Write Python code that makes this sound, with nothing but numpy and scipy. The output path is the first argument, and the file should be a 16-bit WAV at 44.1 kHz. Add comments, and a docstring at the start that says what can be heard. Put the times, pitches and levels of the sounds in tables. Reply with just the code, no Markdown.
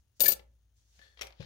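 """A small, quiet room with a low hum and a paper-covered desk. Close to the left microphone, a gloved
hand lets a coin slip onto a small pile. The coin clinks, scrapes and settles: each hit sets the metal
ringing very high and the blows knock the desk, along with two hollow notes as of a plastic coin tube.
The hand comes back with a rustle, nudges the coins, rubs the tube and bumps the desk."""
import sys
import numpy as np
from scipy import signal
from scipy.fft import rfft, irfft
from scipy.io import wavfile
from scipy.ndimage import uniform_filter1d

SR = 44100
rng = np.random.default_rng(int(sys.argv[2]) if len(sys.argv) > 2 else 0)


def unload_audio(sound):
    """Save the sound as a 16-bit wav file, at the path given as the first command line argument."""
    columns = np.transpose(np.atleast_2d(sound))
    # keep every value between -1 and 1, then stretch to whole-number steps
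    steps = np.round(np.clip(columns, -1, 1) * 32767)
    wavfile.write(sys.argv[1], SR, steps.astype(np.int16))


N = 63945
T = np.arange(N) / SR
HZ = np.fft.rfftfreq(2 * N, 1 / SR)
# tone of a click on a coin's edge (frequency [Hz], level [dB])
CLICK_SPECTRUM = [(200, -31.5), (1100, -26.5), (2300, -9.5), (3300, -6), (4500, 2), (5700, -7), (6700, 1),
                  (7500, -4.5), (8400, -2.5), (11000, -3.5), (13500, 4.5), (15500, -0.5)]


def amp(db):
    """Turns decibels into a gain."""
    return 10 ** (np.asarray(db) / 20)


def value_at(points, hz):
    """Looks up a table between its rows, on a log-frequency axis."""
    row_hz, value = np.transpose(points)
    return np.interp(np.log(hz + 1), np.log(row_hz + 1), value)


def level(points):
    """Turns (time [s], level [dB]) points into a gain over time."""
    return amp(np.interp(T, *np.transpose(points)))


def colour(x, spectrum, keep_power=True):
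    """Filters a sound; with keep_power, only the spectrum's shape counts, not its overall level."""
    gain = amp(value_at(spectrum, HZ))
    if keep_power:
        gain = gain / np.sqrt(np.mean(gain ** 2))
    log_gain = np.log(np.r_[gain, gain[-2:0:-1]])
    response = np.exp(np.conj(signal.hilbert(log_gain)))[:N + 1]  # nothing sounds before its cause
    return irfft(rfft(x, 2 * N) * response)[..., :N]


def decay(start, fade_s, rise_s):
    """A quick rise, then a fade. A fade time is how long a sound takes to fall by 60 dB."""
    age = np.maximum(T - start, 0)
    return np.minimum(age / rise_s, 1) * amp(-60 * age / fade_s)


def ring(hits, notes, rise_s, width_hz, choke_db_per_s=0):
    """Each hit rings all the notes, blurred by width_hz; with a choke, the next hit damps them."""
    out, t = np.zeros(N + SR), T[:SR // 5]
    stops = [start for start, _ in hits[1:]] + [T[-1]]
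    for (start, hit_db), stop in zip(hits, stops):
        steps = rng.standard_normal((len(notes), len(t))) * np.sqrt(width_hz / (2 * np.pi * SR))
        drifts = uniform_filter1d(np.cumsum(steps, 1), size=24, axis=1)
        tone = sum(amp(db - 60 * t / fade_s) * np.sin(2 * np.pi * (hz * t + drift))
                   for (hz, db, fade_s), drift in zip(notes, drifts))
        choke_db = choke_db_per_s * np.maximum(start + t - stop, 0)
        out[int(start * SR):][:len(t)] += amp(hit_db - choke_db) * np.minimum(t / rise_s, 1) * tone
    return out[:N]


def resonate(x, notes):
    """Lets a sound ring an object's own narrow notes."""
    response = sum(amp(db) * 1j * HZ * width / (hz ** 2 - HZ ** 2 + 1j * HZ * width)
                   for hz, width, db in notes)
    return irfft(rfft(x, 2 * N) * response)[:N]


def friction(slips_per_s, spread_db, hiss):
    """Rubbing surfaces make tiny slips of uneven size over a smooth hiss."""
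    sizes = rng.uniform(-1, 1, N) * amp(spread_db * np.minimum(rng.exponential(1, N), 2))
    slips = sizes * (rng.random(N) < slips_per_s / SR)
    rubbing = slips / (slips.std() + 1e-12) + hiss * rng.standard_normal(N)
    return rubbing / rubbing.std()


def hum_and_air():
    """A wavering low hum with its octave, and the faint air of the room."""
    # the hum swells and sinks (time [s], level [dB])
    hum_levels = [(0, -60.5), (.08, -105), (.17, -76), (.28, -70), (.36, -57.5), (.55, -64), (.85, -71.5),
                  (.92, -66.5), (1.1, -71.5), (1.24, -55.5), (1.36, -67), (1.45, -61)]
    # tone of the air (frequency [Hz], level [dB])
    air_spectrum = [(15, -52.5), (40, -15.5), (64, -8), (108, -10), (150, -25.5), (300, -33.5),
                    (550, -39.5), (1370, -43.5), (4500, -51.5), (6600, -42), (7400, -56.5), (16000, -59)]
    hum_hz, waver_hz = 58.9, 2.0
    drift = uniform_filter1d(rng.standard_normal(N), SR // 8)
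    phase = 2 * np.pi * np.cumsum(hum_hz + waver_hz * drift / drift.std()) / SR
    hum = level(hum_levels) * (np.sin(phase) + amp(-22.5) * np.sin(2 * phase))
    air = colour(0.64 * rng.standard_normal(N) + 0.26 * rng.standard_normal((2, N)), air_spectrum)
    return hum * amp([[3.5], [1.5]]) + amp(-70.5) * air


def room_echo(x):
    """The room gives each side a short wash of echoes, its treble dying first."""
    # how long the echo lasts (frequency [Hz], fade time [s])
    fade_times = [(100, 0.63), (500, 0.27), (1400, 0.29), (3700, 0.19), (9000, 0.16), (13500, 0.145)]
    # tone of the echo (frequency [Hz], level [dB])
    echo_spectrum = [(100, -12), (300, -11.5), (520, -7.5), (700, -9.5), (850, -4.5), (1100, -11),
                     (1700, -16), (2500, -16), (4500, -19.5), (9000, -20), (12500, -16), (13400, -31.5),
                     (14300, -31), (15500, -20.5)]
    hz, t, noise = signal.stft(rng.standard_normal((2, SR // 2)), SR, nperseg=256)
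    fall = amp(-60 * t / value_at(fade_times, hz)[:, None])
    tail = signal.istft(noise * fall / np.sqrt((fall ** 2).mean(1, keepdims=True)), SR, nperseg=256)[1]
    tail *= np.minimum(T[:tail.shape[1]] / 0.024, 1)  # the echoes build up
    tail /= np.linalg.norm(tail, axis=1, keepdims=True)
    return signal.fftconvolve(colour(x, echo_spectrum, keep_power=False)[None], tail, axes=1)[:, :N]


def arm():
    """The sleeve swishes softly as the arm moves."""
    # strength of the swish (time [s], level [dB])
    swish_levels = [(0, -80), (.05, -100), (.13, -100), (.17, -74.5), (.3, -86.5), (.74, -100),
                    (.77, -75.5), (.85, -79.5), (.97, -70), (1.12, -80), (1.45, -90)]
    # tone of the sleeve (frequency [Hz], level [dB])
    sleeve_spectrum = [(1000, -14), (3000, -8.5), (4000, -4), (6500, 4.5), (7500, -4.5), (10000, -9.5),
                       (15500, -16)]
    return colour(rng.standard_normal((2, N)) * level(swish_levels), sleeve_spectrum)


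def desk_and_tube():
    """Blows ring the desk top, the soft hand makes it thud, and taps ring the hollow tube."""
    # taps on the tube (time [s], low note [dB], high note [dB])
    taps = [(.2050, -39, -39), (.2470, -44, -31.5), (.2595, -22, -26), (.2720, -32, -44),
            (.9915, -52.5, -80), (1.0148, -48, -80)]
    # blows passed on to the desk, and bumps of the hand (time [s], level [dB])
    blows = [(.1965, -40.5), (.2075, -27.5), (.2385, -29.5), (.2570, -32.5), (.2845, -28), (.3170, -33),
             (.3925, -49), (.992, -60), (1.2125, -50.5), (1.235, -50.5), (1.285, -58.5), (1.403, -40)]
    bumps = [(.985, -60.5), (1.3975, -29.5), (1.440, -49)]
    # the desk's notes for each of the two (frequency [Hz], level [dB], fade time [s])
    knock_notes = [(216, -11, 0.1), (379.6, -11.5, 0.13), (466, -1.5, 0.046), (546.2, 0.5, 0.065),
                   (707, -13, 0.045), (855.5, -13, 0.087)]
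    thud_notes = [(121.4, 0, 0.12), (153.6, 4.5, 0.078)]
    low_hz, high_hz, tube_fade_s = 1741, 2300, .095
    low = ring([(s, db) for s, db, _ in taps], [(low_hz, 0, tube_fade_s)], rise_s=.0015, width_hz=1)
    high = ring([(s, db) for s, _, db in taps], [(high_hz, 0, tube_fade_s)], rise_s=.0015, width_hz=1)
    knocks = ring(blows, knock_notes, rise_s=.0023, width_hz=15)
    thuds = ring(bumps, thud_notes, rise_s=.011, width_hz=1.7)
    return knocks + thuds + low + high


def coin_ticks():
    """Coins tick under the fingers: a click and a short ring."""
    # the ticks (time [s], level [dB])
    ticks = [(1.2118, -34), (1.2184, -37)]
    # their ring (frequency [Hz], level [dB], fade time [s])
    notes = [(5630, 8.5, 0.022), (6670, -3, 0.038), (3870, -4, 0.06), (3170, -8, 0.089), (2270, -3, 0.062),
             (545, -19.5, .13)]
    force = sum(amp(db - 19) * decay(s, fade_s=.19, rise_s=.00057) for s, db in ticks)
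    clicks = colour(force * rng.standard_normal(N), CLICK_SPECTRUM)
    return clicks + ring(ticks, notes, rise_s=.0014, width_hz=35)


def glove_rustle():
    """The glove rustles as it rubs."""
    # strength of the rubbing (time [s], level [dB])
    rub_levels = [(.76, -88.5), (.80, -79), (.88, -86), (.95, -72.5), (1.005, -67), (1.04, -62),
                  (1.11, -71.5), (1.16, -82), (1.185, -57), (1.24, -75), (1.28, -60.5), (1.30, -81.5),
                  (1.385, -66), (1.415, -52), (1.45, -56)]
    # tone of the glove (frequency [Hz], level [dB])
    glove_spectrum = [(150, -11.5), (550, -0.5), (1100, -9), (1750, 3), (2200, -1), (3500, 6), (4500, 2.5),
                      (5600, -3.5), (6800, -11), (8000, -23.5), (15500, -28)]
    return colour(friction(slips_per_s=620, spread_db=3.5, hiss=1.5) * level(rub_levels), glove_spectrum)


def tube_rub():
    """The glove drags the tube into ringing."""
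    # the rubbed tube's notes (frequency [Hz], width [Hz], level [dB])
    notes = [(524, 100, -11), (1740, 73, 1), (1780, 53, -7.5), (3434, 30, 1.5), (4330, 100, -2.5)]
    drag = rng.standard_normal(N) * amp(-41) * decay(start=1.012, fade_s=.61, rise_s=.0054)
    return resonate(drag, notes)


def coin_nudges():
    """Short clacks: metal on metal is bright, the soft glove on metal is dull."""
    # the glove nudges the coins (time [s], level [dB], treble [dB])
    touches = [(0.3937, -46.5, -20), (0.9915, -52.5, -7), (1.0145, -55.5, -5), (1.173, -52, -12),
               (1.1925, -43.5, -12), (1.2114, -31.5, 1.5), (1.2178, -32.5, 0), (1.2307, -41, -4),
               (1.2698, -42.5, 1), (1.305, -51, -12), (1.3238, -51.5, -13), (1.405, -45.5, -10),
               (1.425, -43, -11)]
    # tone of a clack (frequency [Hz], level [dB])
    clack_spectrum = [(200, -16), (520, 2.5), (700, 2.5), (850, -5), (1150, -1), (1700, -0.5), (2300, 7),
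                      (3300, 3.5), (4500, 0), (5600, -1.5), (7500, -7.5), (12000, -12), (15500, -14.5)]
    treble_hz = 5706  # a soft touch leaves out what lies above
    noise = rng.standard_normal(N)
    body = irfft(rfft(noise, 2 * N) / (1 + (HZ / treble_hz) ** 10))[:N]
    treble = noise - body
    clacks = sum(amp(db) * decay(s, fade_s=.038, rise_s=.00028) * (body + amp(treble_db) * treble)
                 for s, db, treble_db in touches)
    return colour(clacks, clack_spectrum)


def rim_plucks():
    """The glove plucks at a coin's rim, which rings briefly."""
    # the plucks (time [s], level [dB])
    plucks = [(1.173, -55), (1.1915, -50)]
    # the rim's notes (frequency [Hz], level [dB], fade time [s])
    notes = [(3220, 5, 0.033), (1943, -4.5, 0.12), (3820, -11, .025), (2900, -5, 0.019)]
    return ring(plucks, notes, rise_s=.00078, width_hz=25)


def hand():
    """The gloved hand moves among the coins and the tube."""
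    return coin_ticks() + glove_rustle() + tube_rub() + coin_nudges() + rim_plucks()


def falling_coin():
    """A coin clicks, rattles and scrapes on another; both ring, and the pile beneath rings along."""
    # coin hits coin (time [s], click [dB], lower coin's ring [dB], upper coin's ring [dB])
    clinks = [(0.1962, -41, -58, -57.5), (0.2062, -9.5, -28.5, -24.5), (.2120, -21, -29.5, -13.5),
              (.2180, -39.5, -26, -7), (.2365, -16, -21.5, -23.5), (.2440, -22, -20.5, -31),
              (0.258, -12.5, -24.5, -36.5), (.2620, -13.5, -20, -31), (.2685, -27.5, -25, -49),
              (0.2798, -25.5, -28, -11), (0.282, -12, -11.5, -26.5), (0.291, -22.5, -19, -24.5),
              (0.2961, -19.5, -17.5, -26.5), (0.3079, -19.5, -30, -22.5), (0.3191, -16, -32.5, -15),
              (0.3265, -25, -30.5, -30), (.3345, -25, -30, -30.5)]
    # each coin's notes (frequency [Hz], level [dB], fade time [s])
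    lower_notes = [(13560, 3.5, 0.13), (13150, -10.5, .05), (12920, -15, .06), (9848, -18, .08),
                   (6770, -22.5, .06), (4465, -23, .06), (5638, -27.5, .07)]
    upper_notes = [(14138, -1.5, .085), (14250, -10, 0.081), (14420, -11.5, .06), (8297, -16, 0.06),
                   (4920, -24, 0.05)]
    # how hard the sliding coin presses (time [s], level [dB])
    slide_levels = [(.194, -76), (.198, -31), (.204, -39.5), (.212, -27.5), (.23, -31.5), (.262, -25.5),
                    (.276, -33), (.286, -27.5), (.304, -34), (.328, -31), (.340, -32), (.353, -77)]
    # tone of the scrape (frequency [Hz], level [dB])
    scrape_spectrum = [(200, -7.5), (550, 4), (1050, -7.5), (1400, 0.5), (2100, -4), (2480, -9),
                       (2750, 0.5), (3300, -3), (4500, -3.5), (5700, -0.5), (6700, 6.5), (7500, -6),
                       (8400, 0.5), (11000, 1.5), (14000, -4), (15500, 8.5)]
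    # the pile's notes (frequency [Hz], width [Hz], level [dB])
    pile_notes = [(2885, 139.4, 1.5), (3600, 65, -0.5), (4460, 110, -2.5), (4910, 140, -2), (5660, 70, 3.5),
                  (6790, 80, -2), (8400, 190, 1), (9850, 32, 4)]
    strike_s, settled_s, damping_db_per_s = .2056, .3367, 1493
    power = np.zeros(N)
    for start, db, _, _ in clinks:
        click = decay(start, fade_s=.008, rise_s=.0001)
        rattle = amp(-3.5) * decay(start, fade_s=.056, rise_s=.0028)
        power += amp(db) ** 2 * (click ** 2 + rattle ** 2)
    strike = amp(6.7) * (np.arange(N) == int(strike_s * SR))  # one sharp, hard hit
    clicks = colour(np.sqrt(power) * rng.choice([-1., 1.], N) - strike, CLICK_SPECTRUM)
    # touching coins jostle each other, which blurs their notes; each new hit stops the earlier ring
    contact = dict(rise_s=.0012, width_hz=16, choke_db_per_s=2498.5)
    lower = ring([(s, db) for s, _, db, _ in clinks], lower_notes, **contact)
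    upper = ring([(s, db) for s, _, _, db in clinks], upper_notes, **contact)
    sliding = friction(slips_per_s=1100, spread_db=2.0, hiss=0.36) * level(slide_levels)
    scrape = colour(sliding, scrape_spectrum)
    damping = amp(-damping_db_per_s * np.maximum(T - settled_s, 0))  # rings die once the coin lies flat
    clatter = amp(-2.5) * (scrape + clicks * damping)
    return clatter + (resonate(clatter, pile_notes) + lower + upper) * damping


def microphones(source, right_db, scatter):
    """The left microphone hears a source directly; the shaded right one, later and partly scattered."""
    # shading of the right side (frequency [Hz], level [dB])
    shade = [(100, -2), (600, -6), (1500, -9), (4500, -16.5), (8500, -7.5), (12000, -14), (14000, -25)]
    lag_s = .0002  # the right microphone is farther away
    direct = source()
    right = np.roll(direct + scatter * source(), int(lag_s * SR)) / np.hypot(1, scatter)
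    return np.array([direct, amp(right_db) * colour(right, shade, keep_power=False)])


def scene():
    """Coins, desk and hand in the humming room, in stereo."""
    metal = microphones(falling_coin, right_db=0, scatter=2)
    wood = microphones(desk_and_tube, right_db=-7.0, scatter=0.2)
    glove = microphones(hand, right_db=2.0, scatter=1.9)
    echo = room_echo(amp(-0.5) * metal[0] + amp(-6.5) * wood[0] + amp(1.5) * glove[0])
    return metal + wood + glove + echo + arm() + hum_and_air()


def record(dry):
    """Cuts off the very highest treble."""
    cutoff_hz = 15850
    low_pass = signal.firwin(255, cutoff_hz, window=("kaiser", 8), fs=SR)
    return signal.oaconvolve(dry, low_pass[None], "same", axes=1)


dry = scene()
out = record(dry)
unload_audio(out)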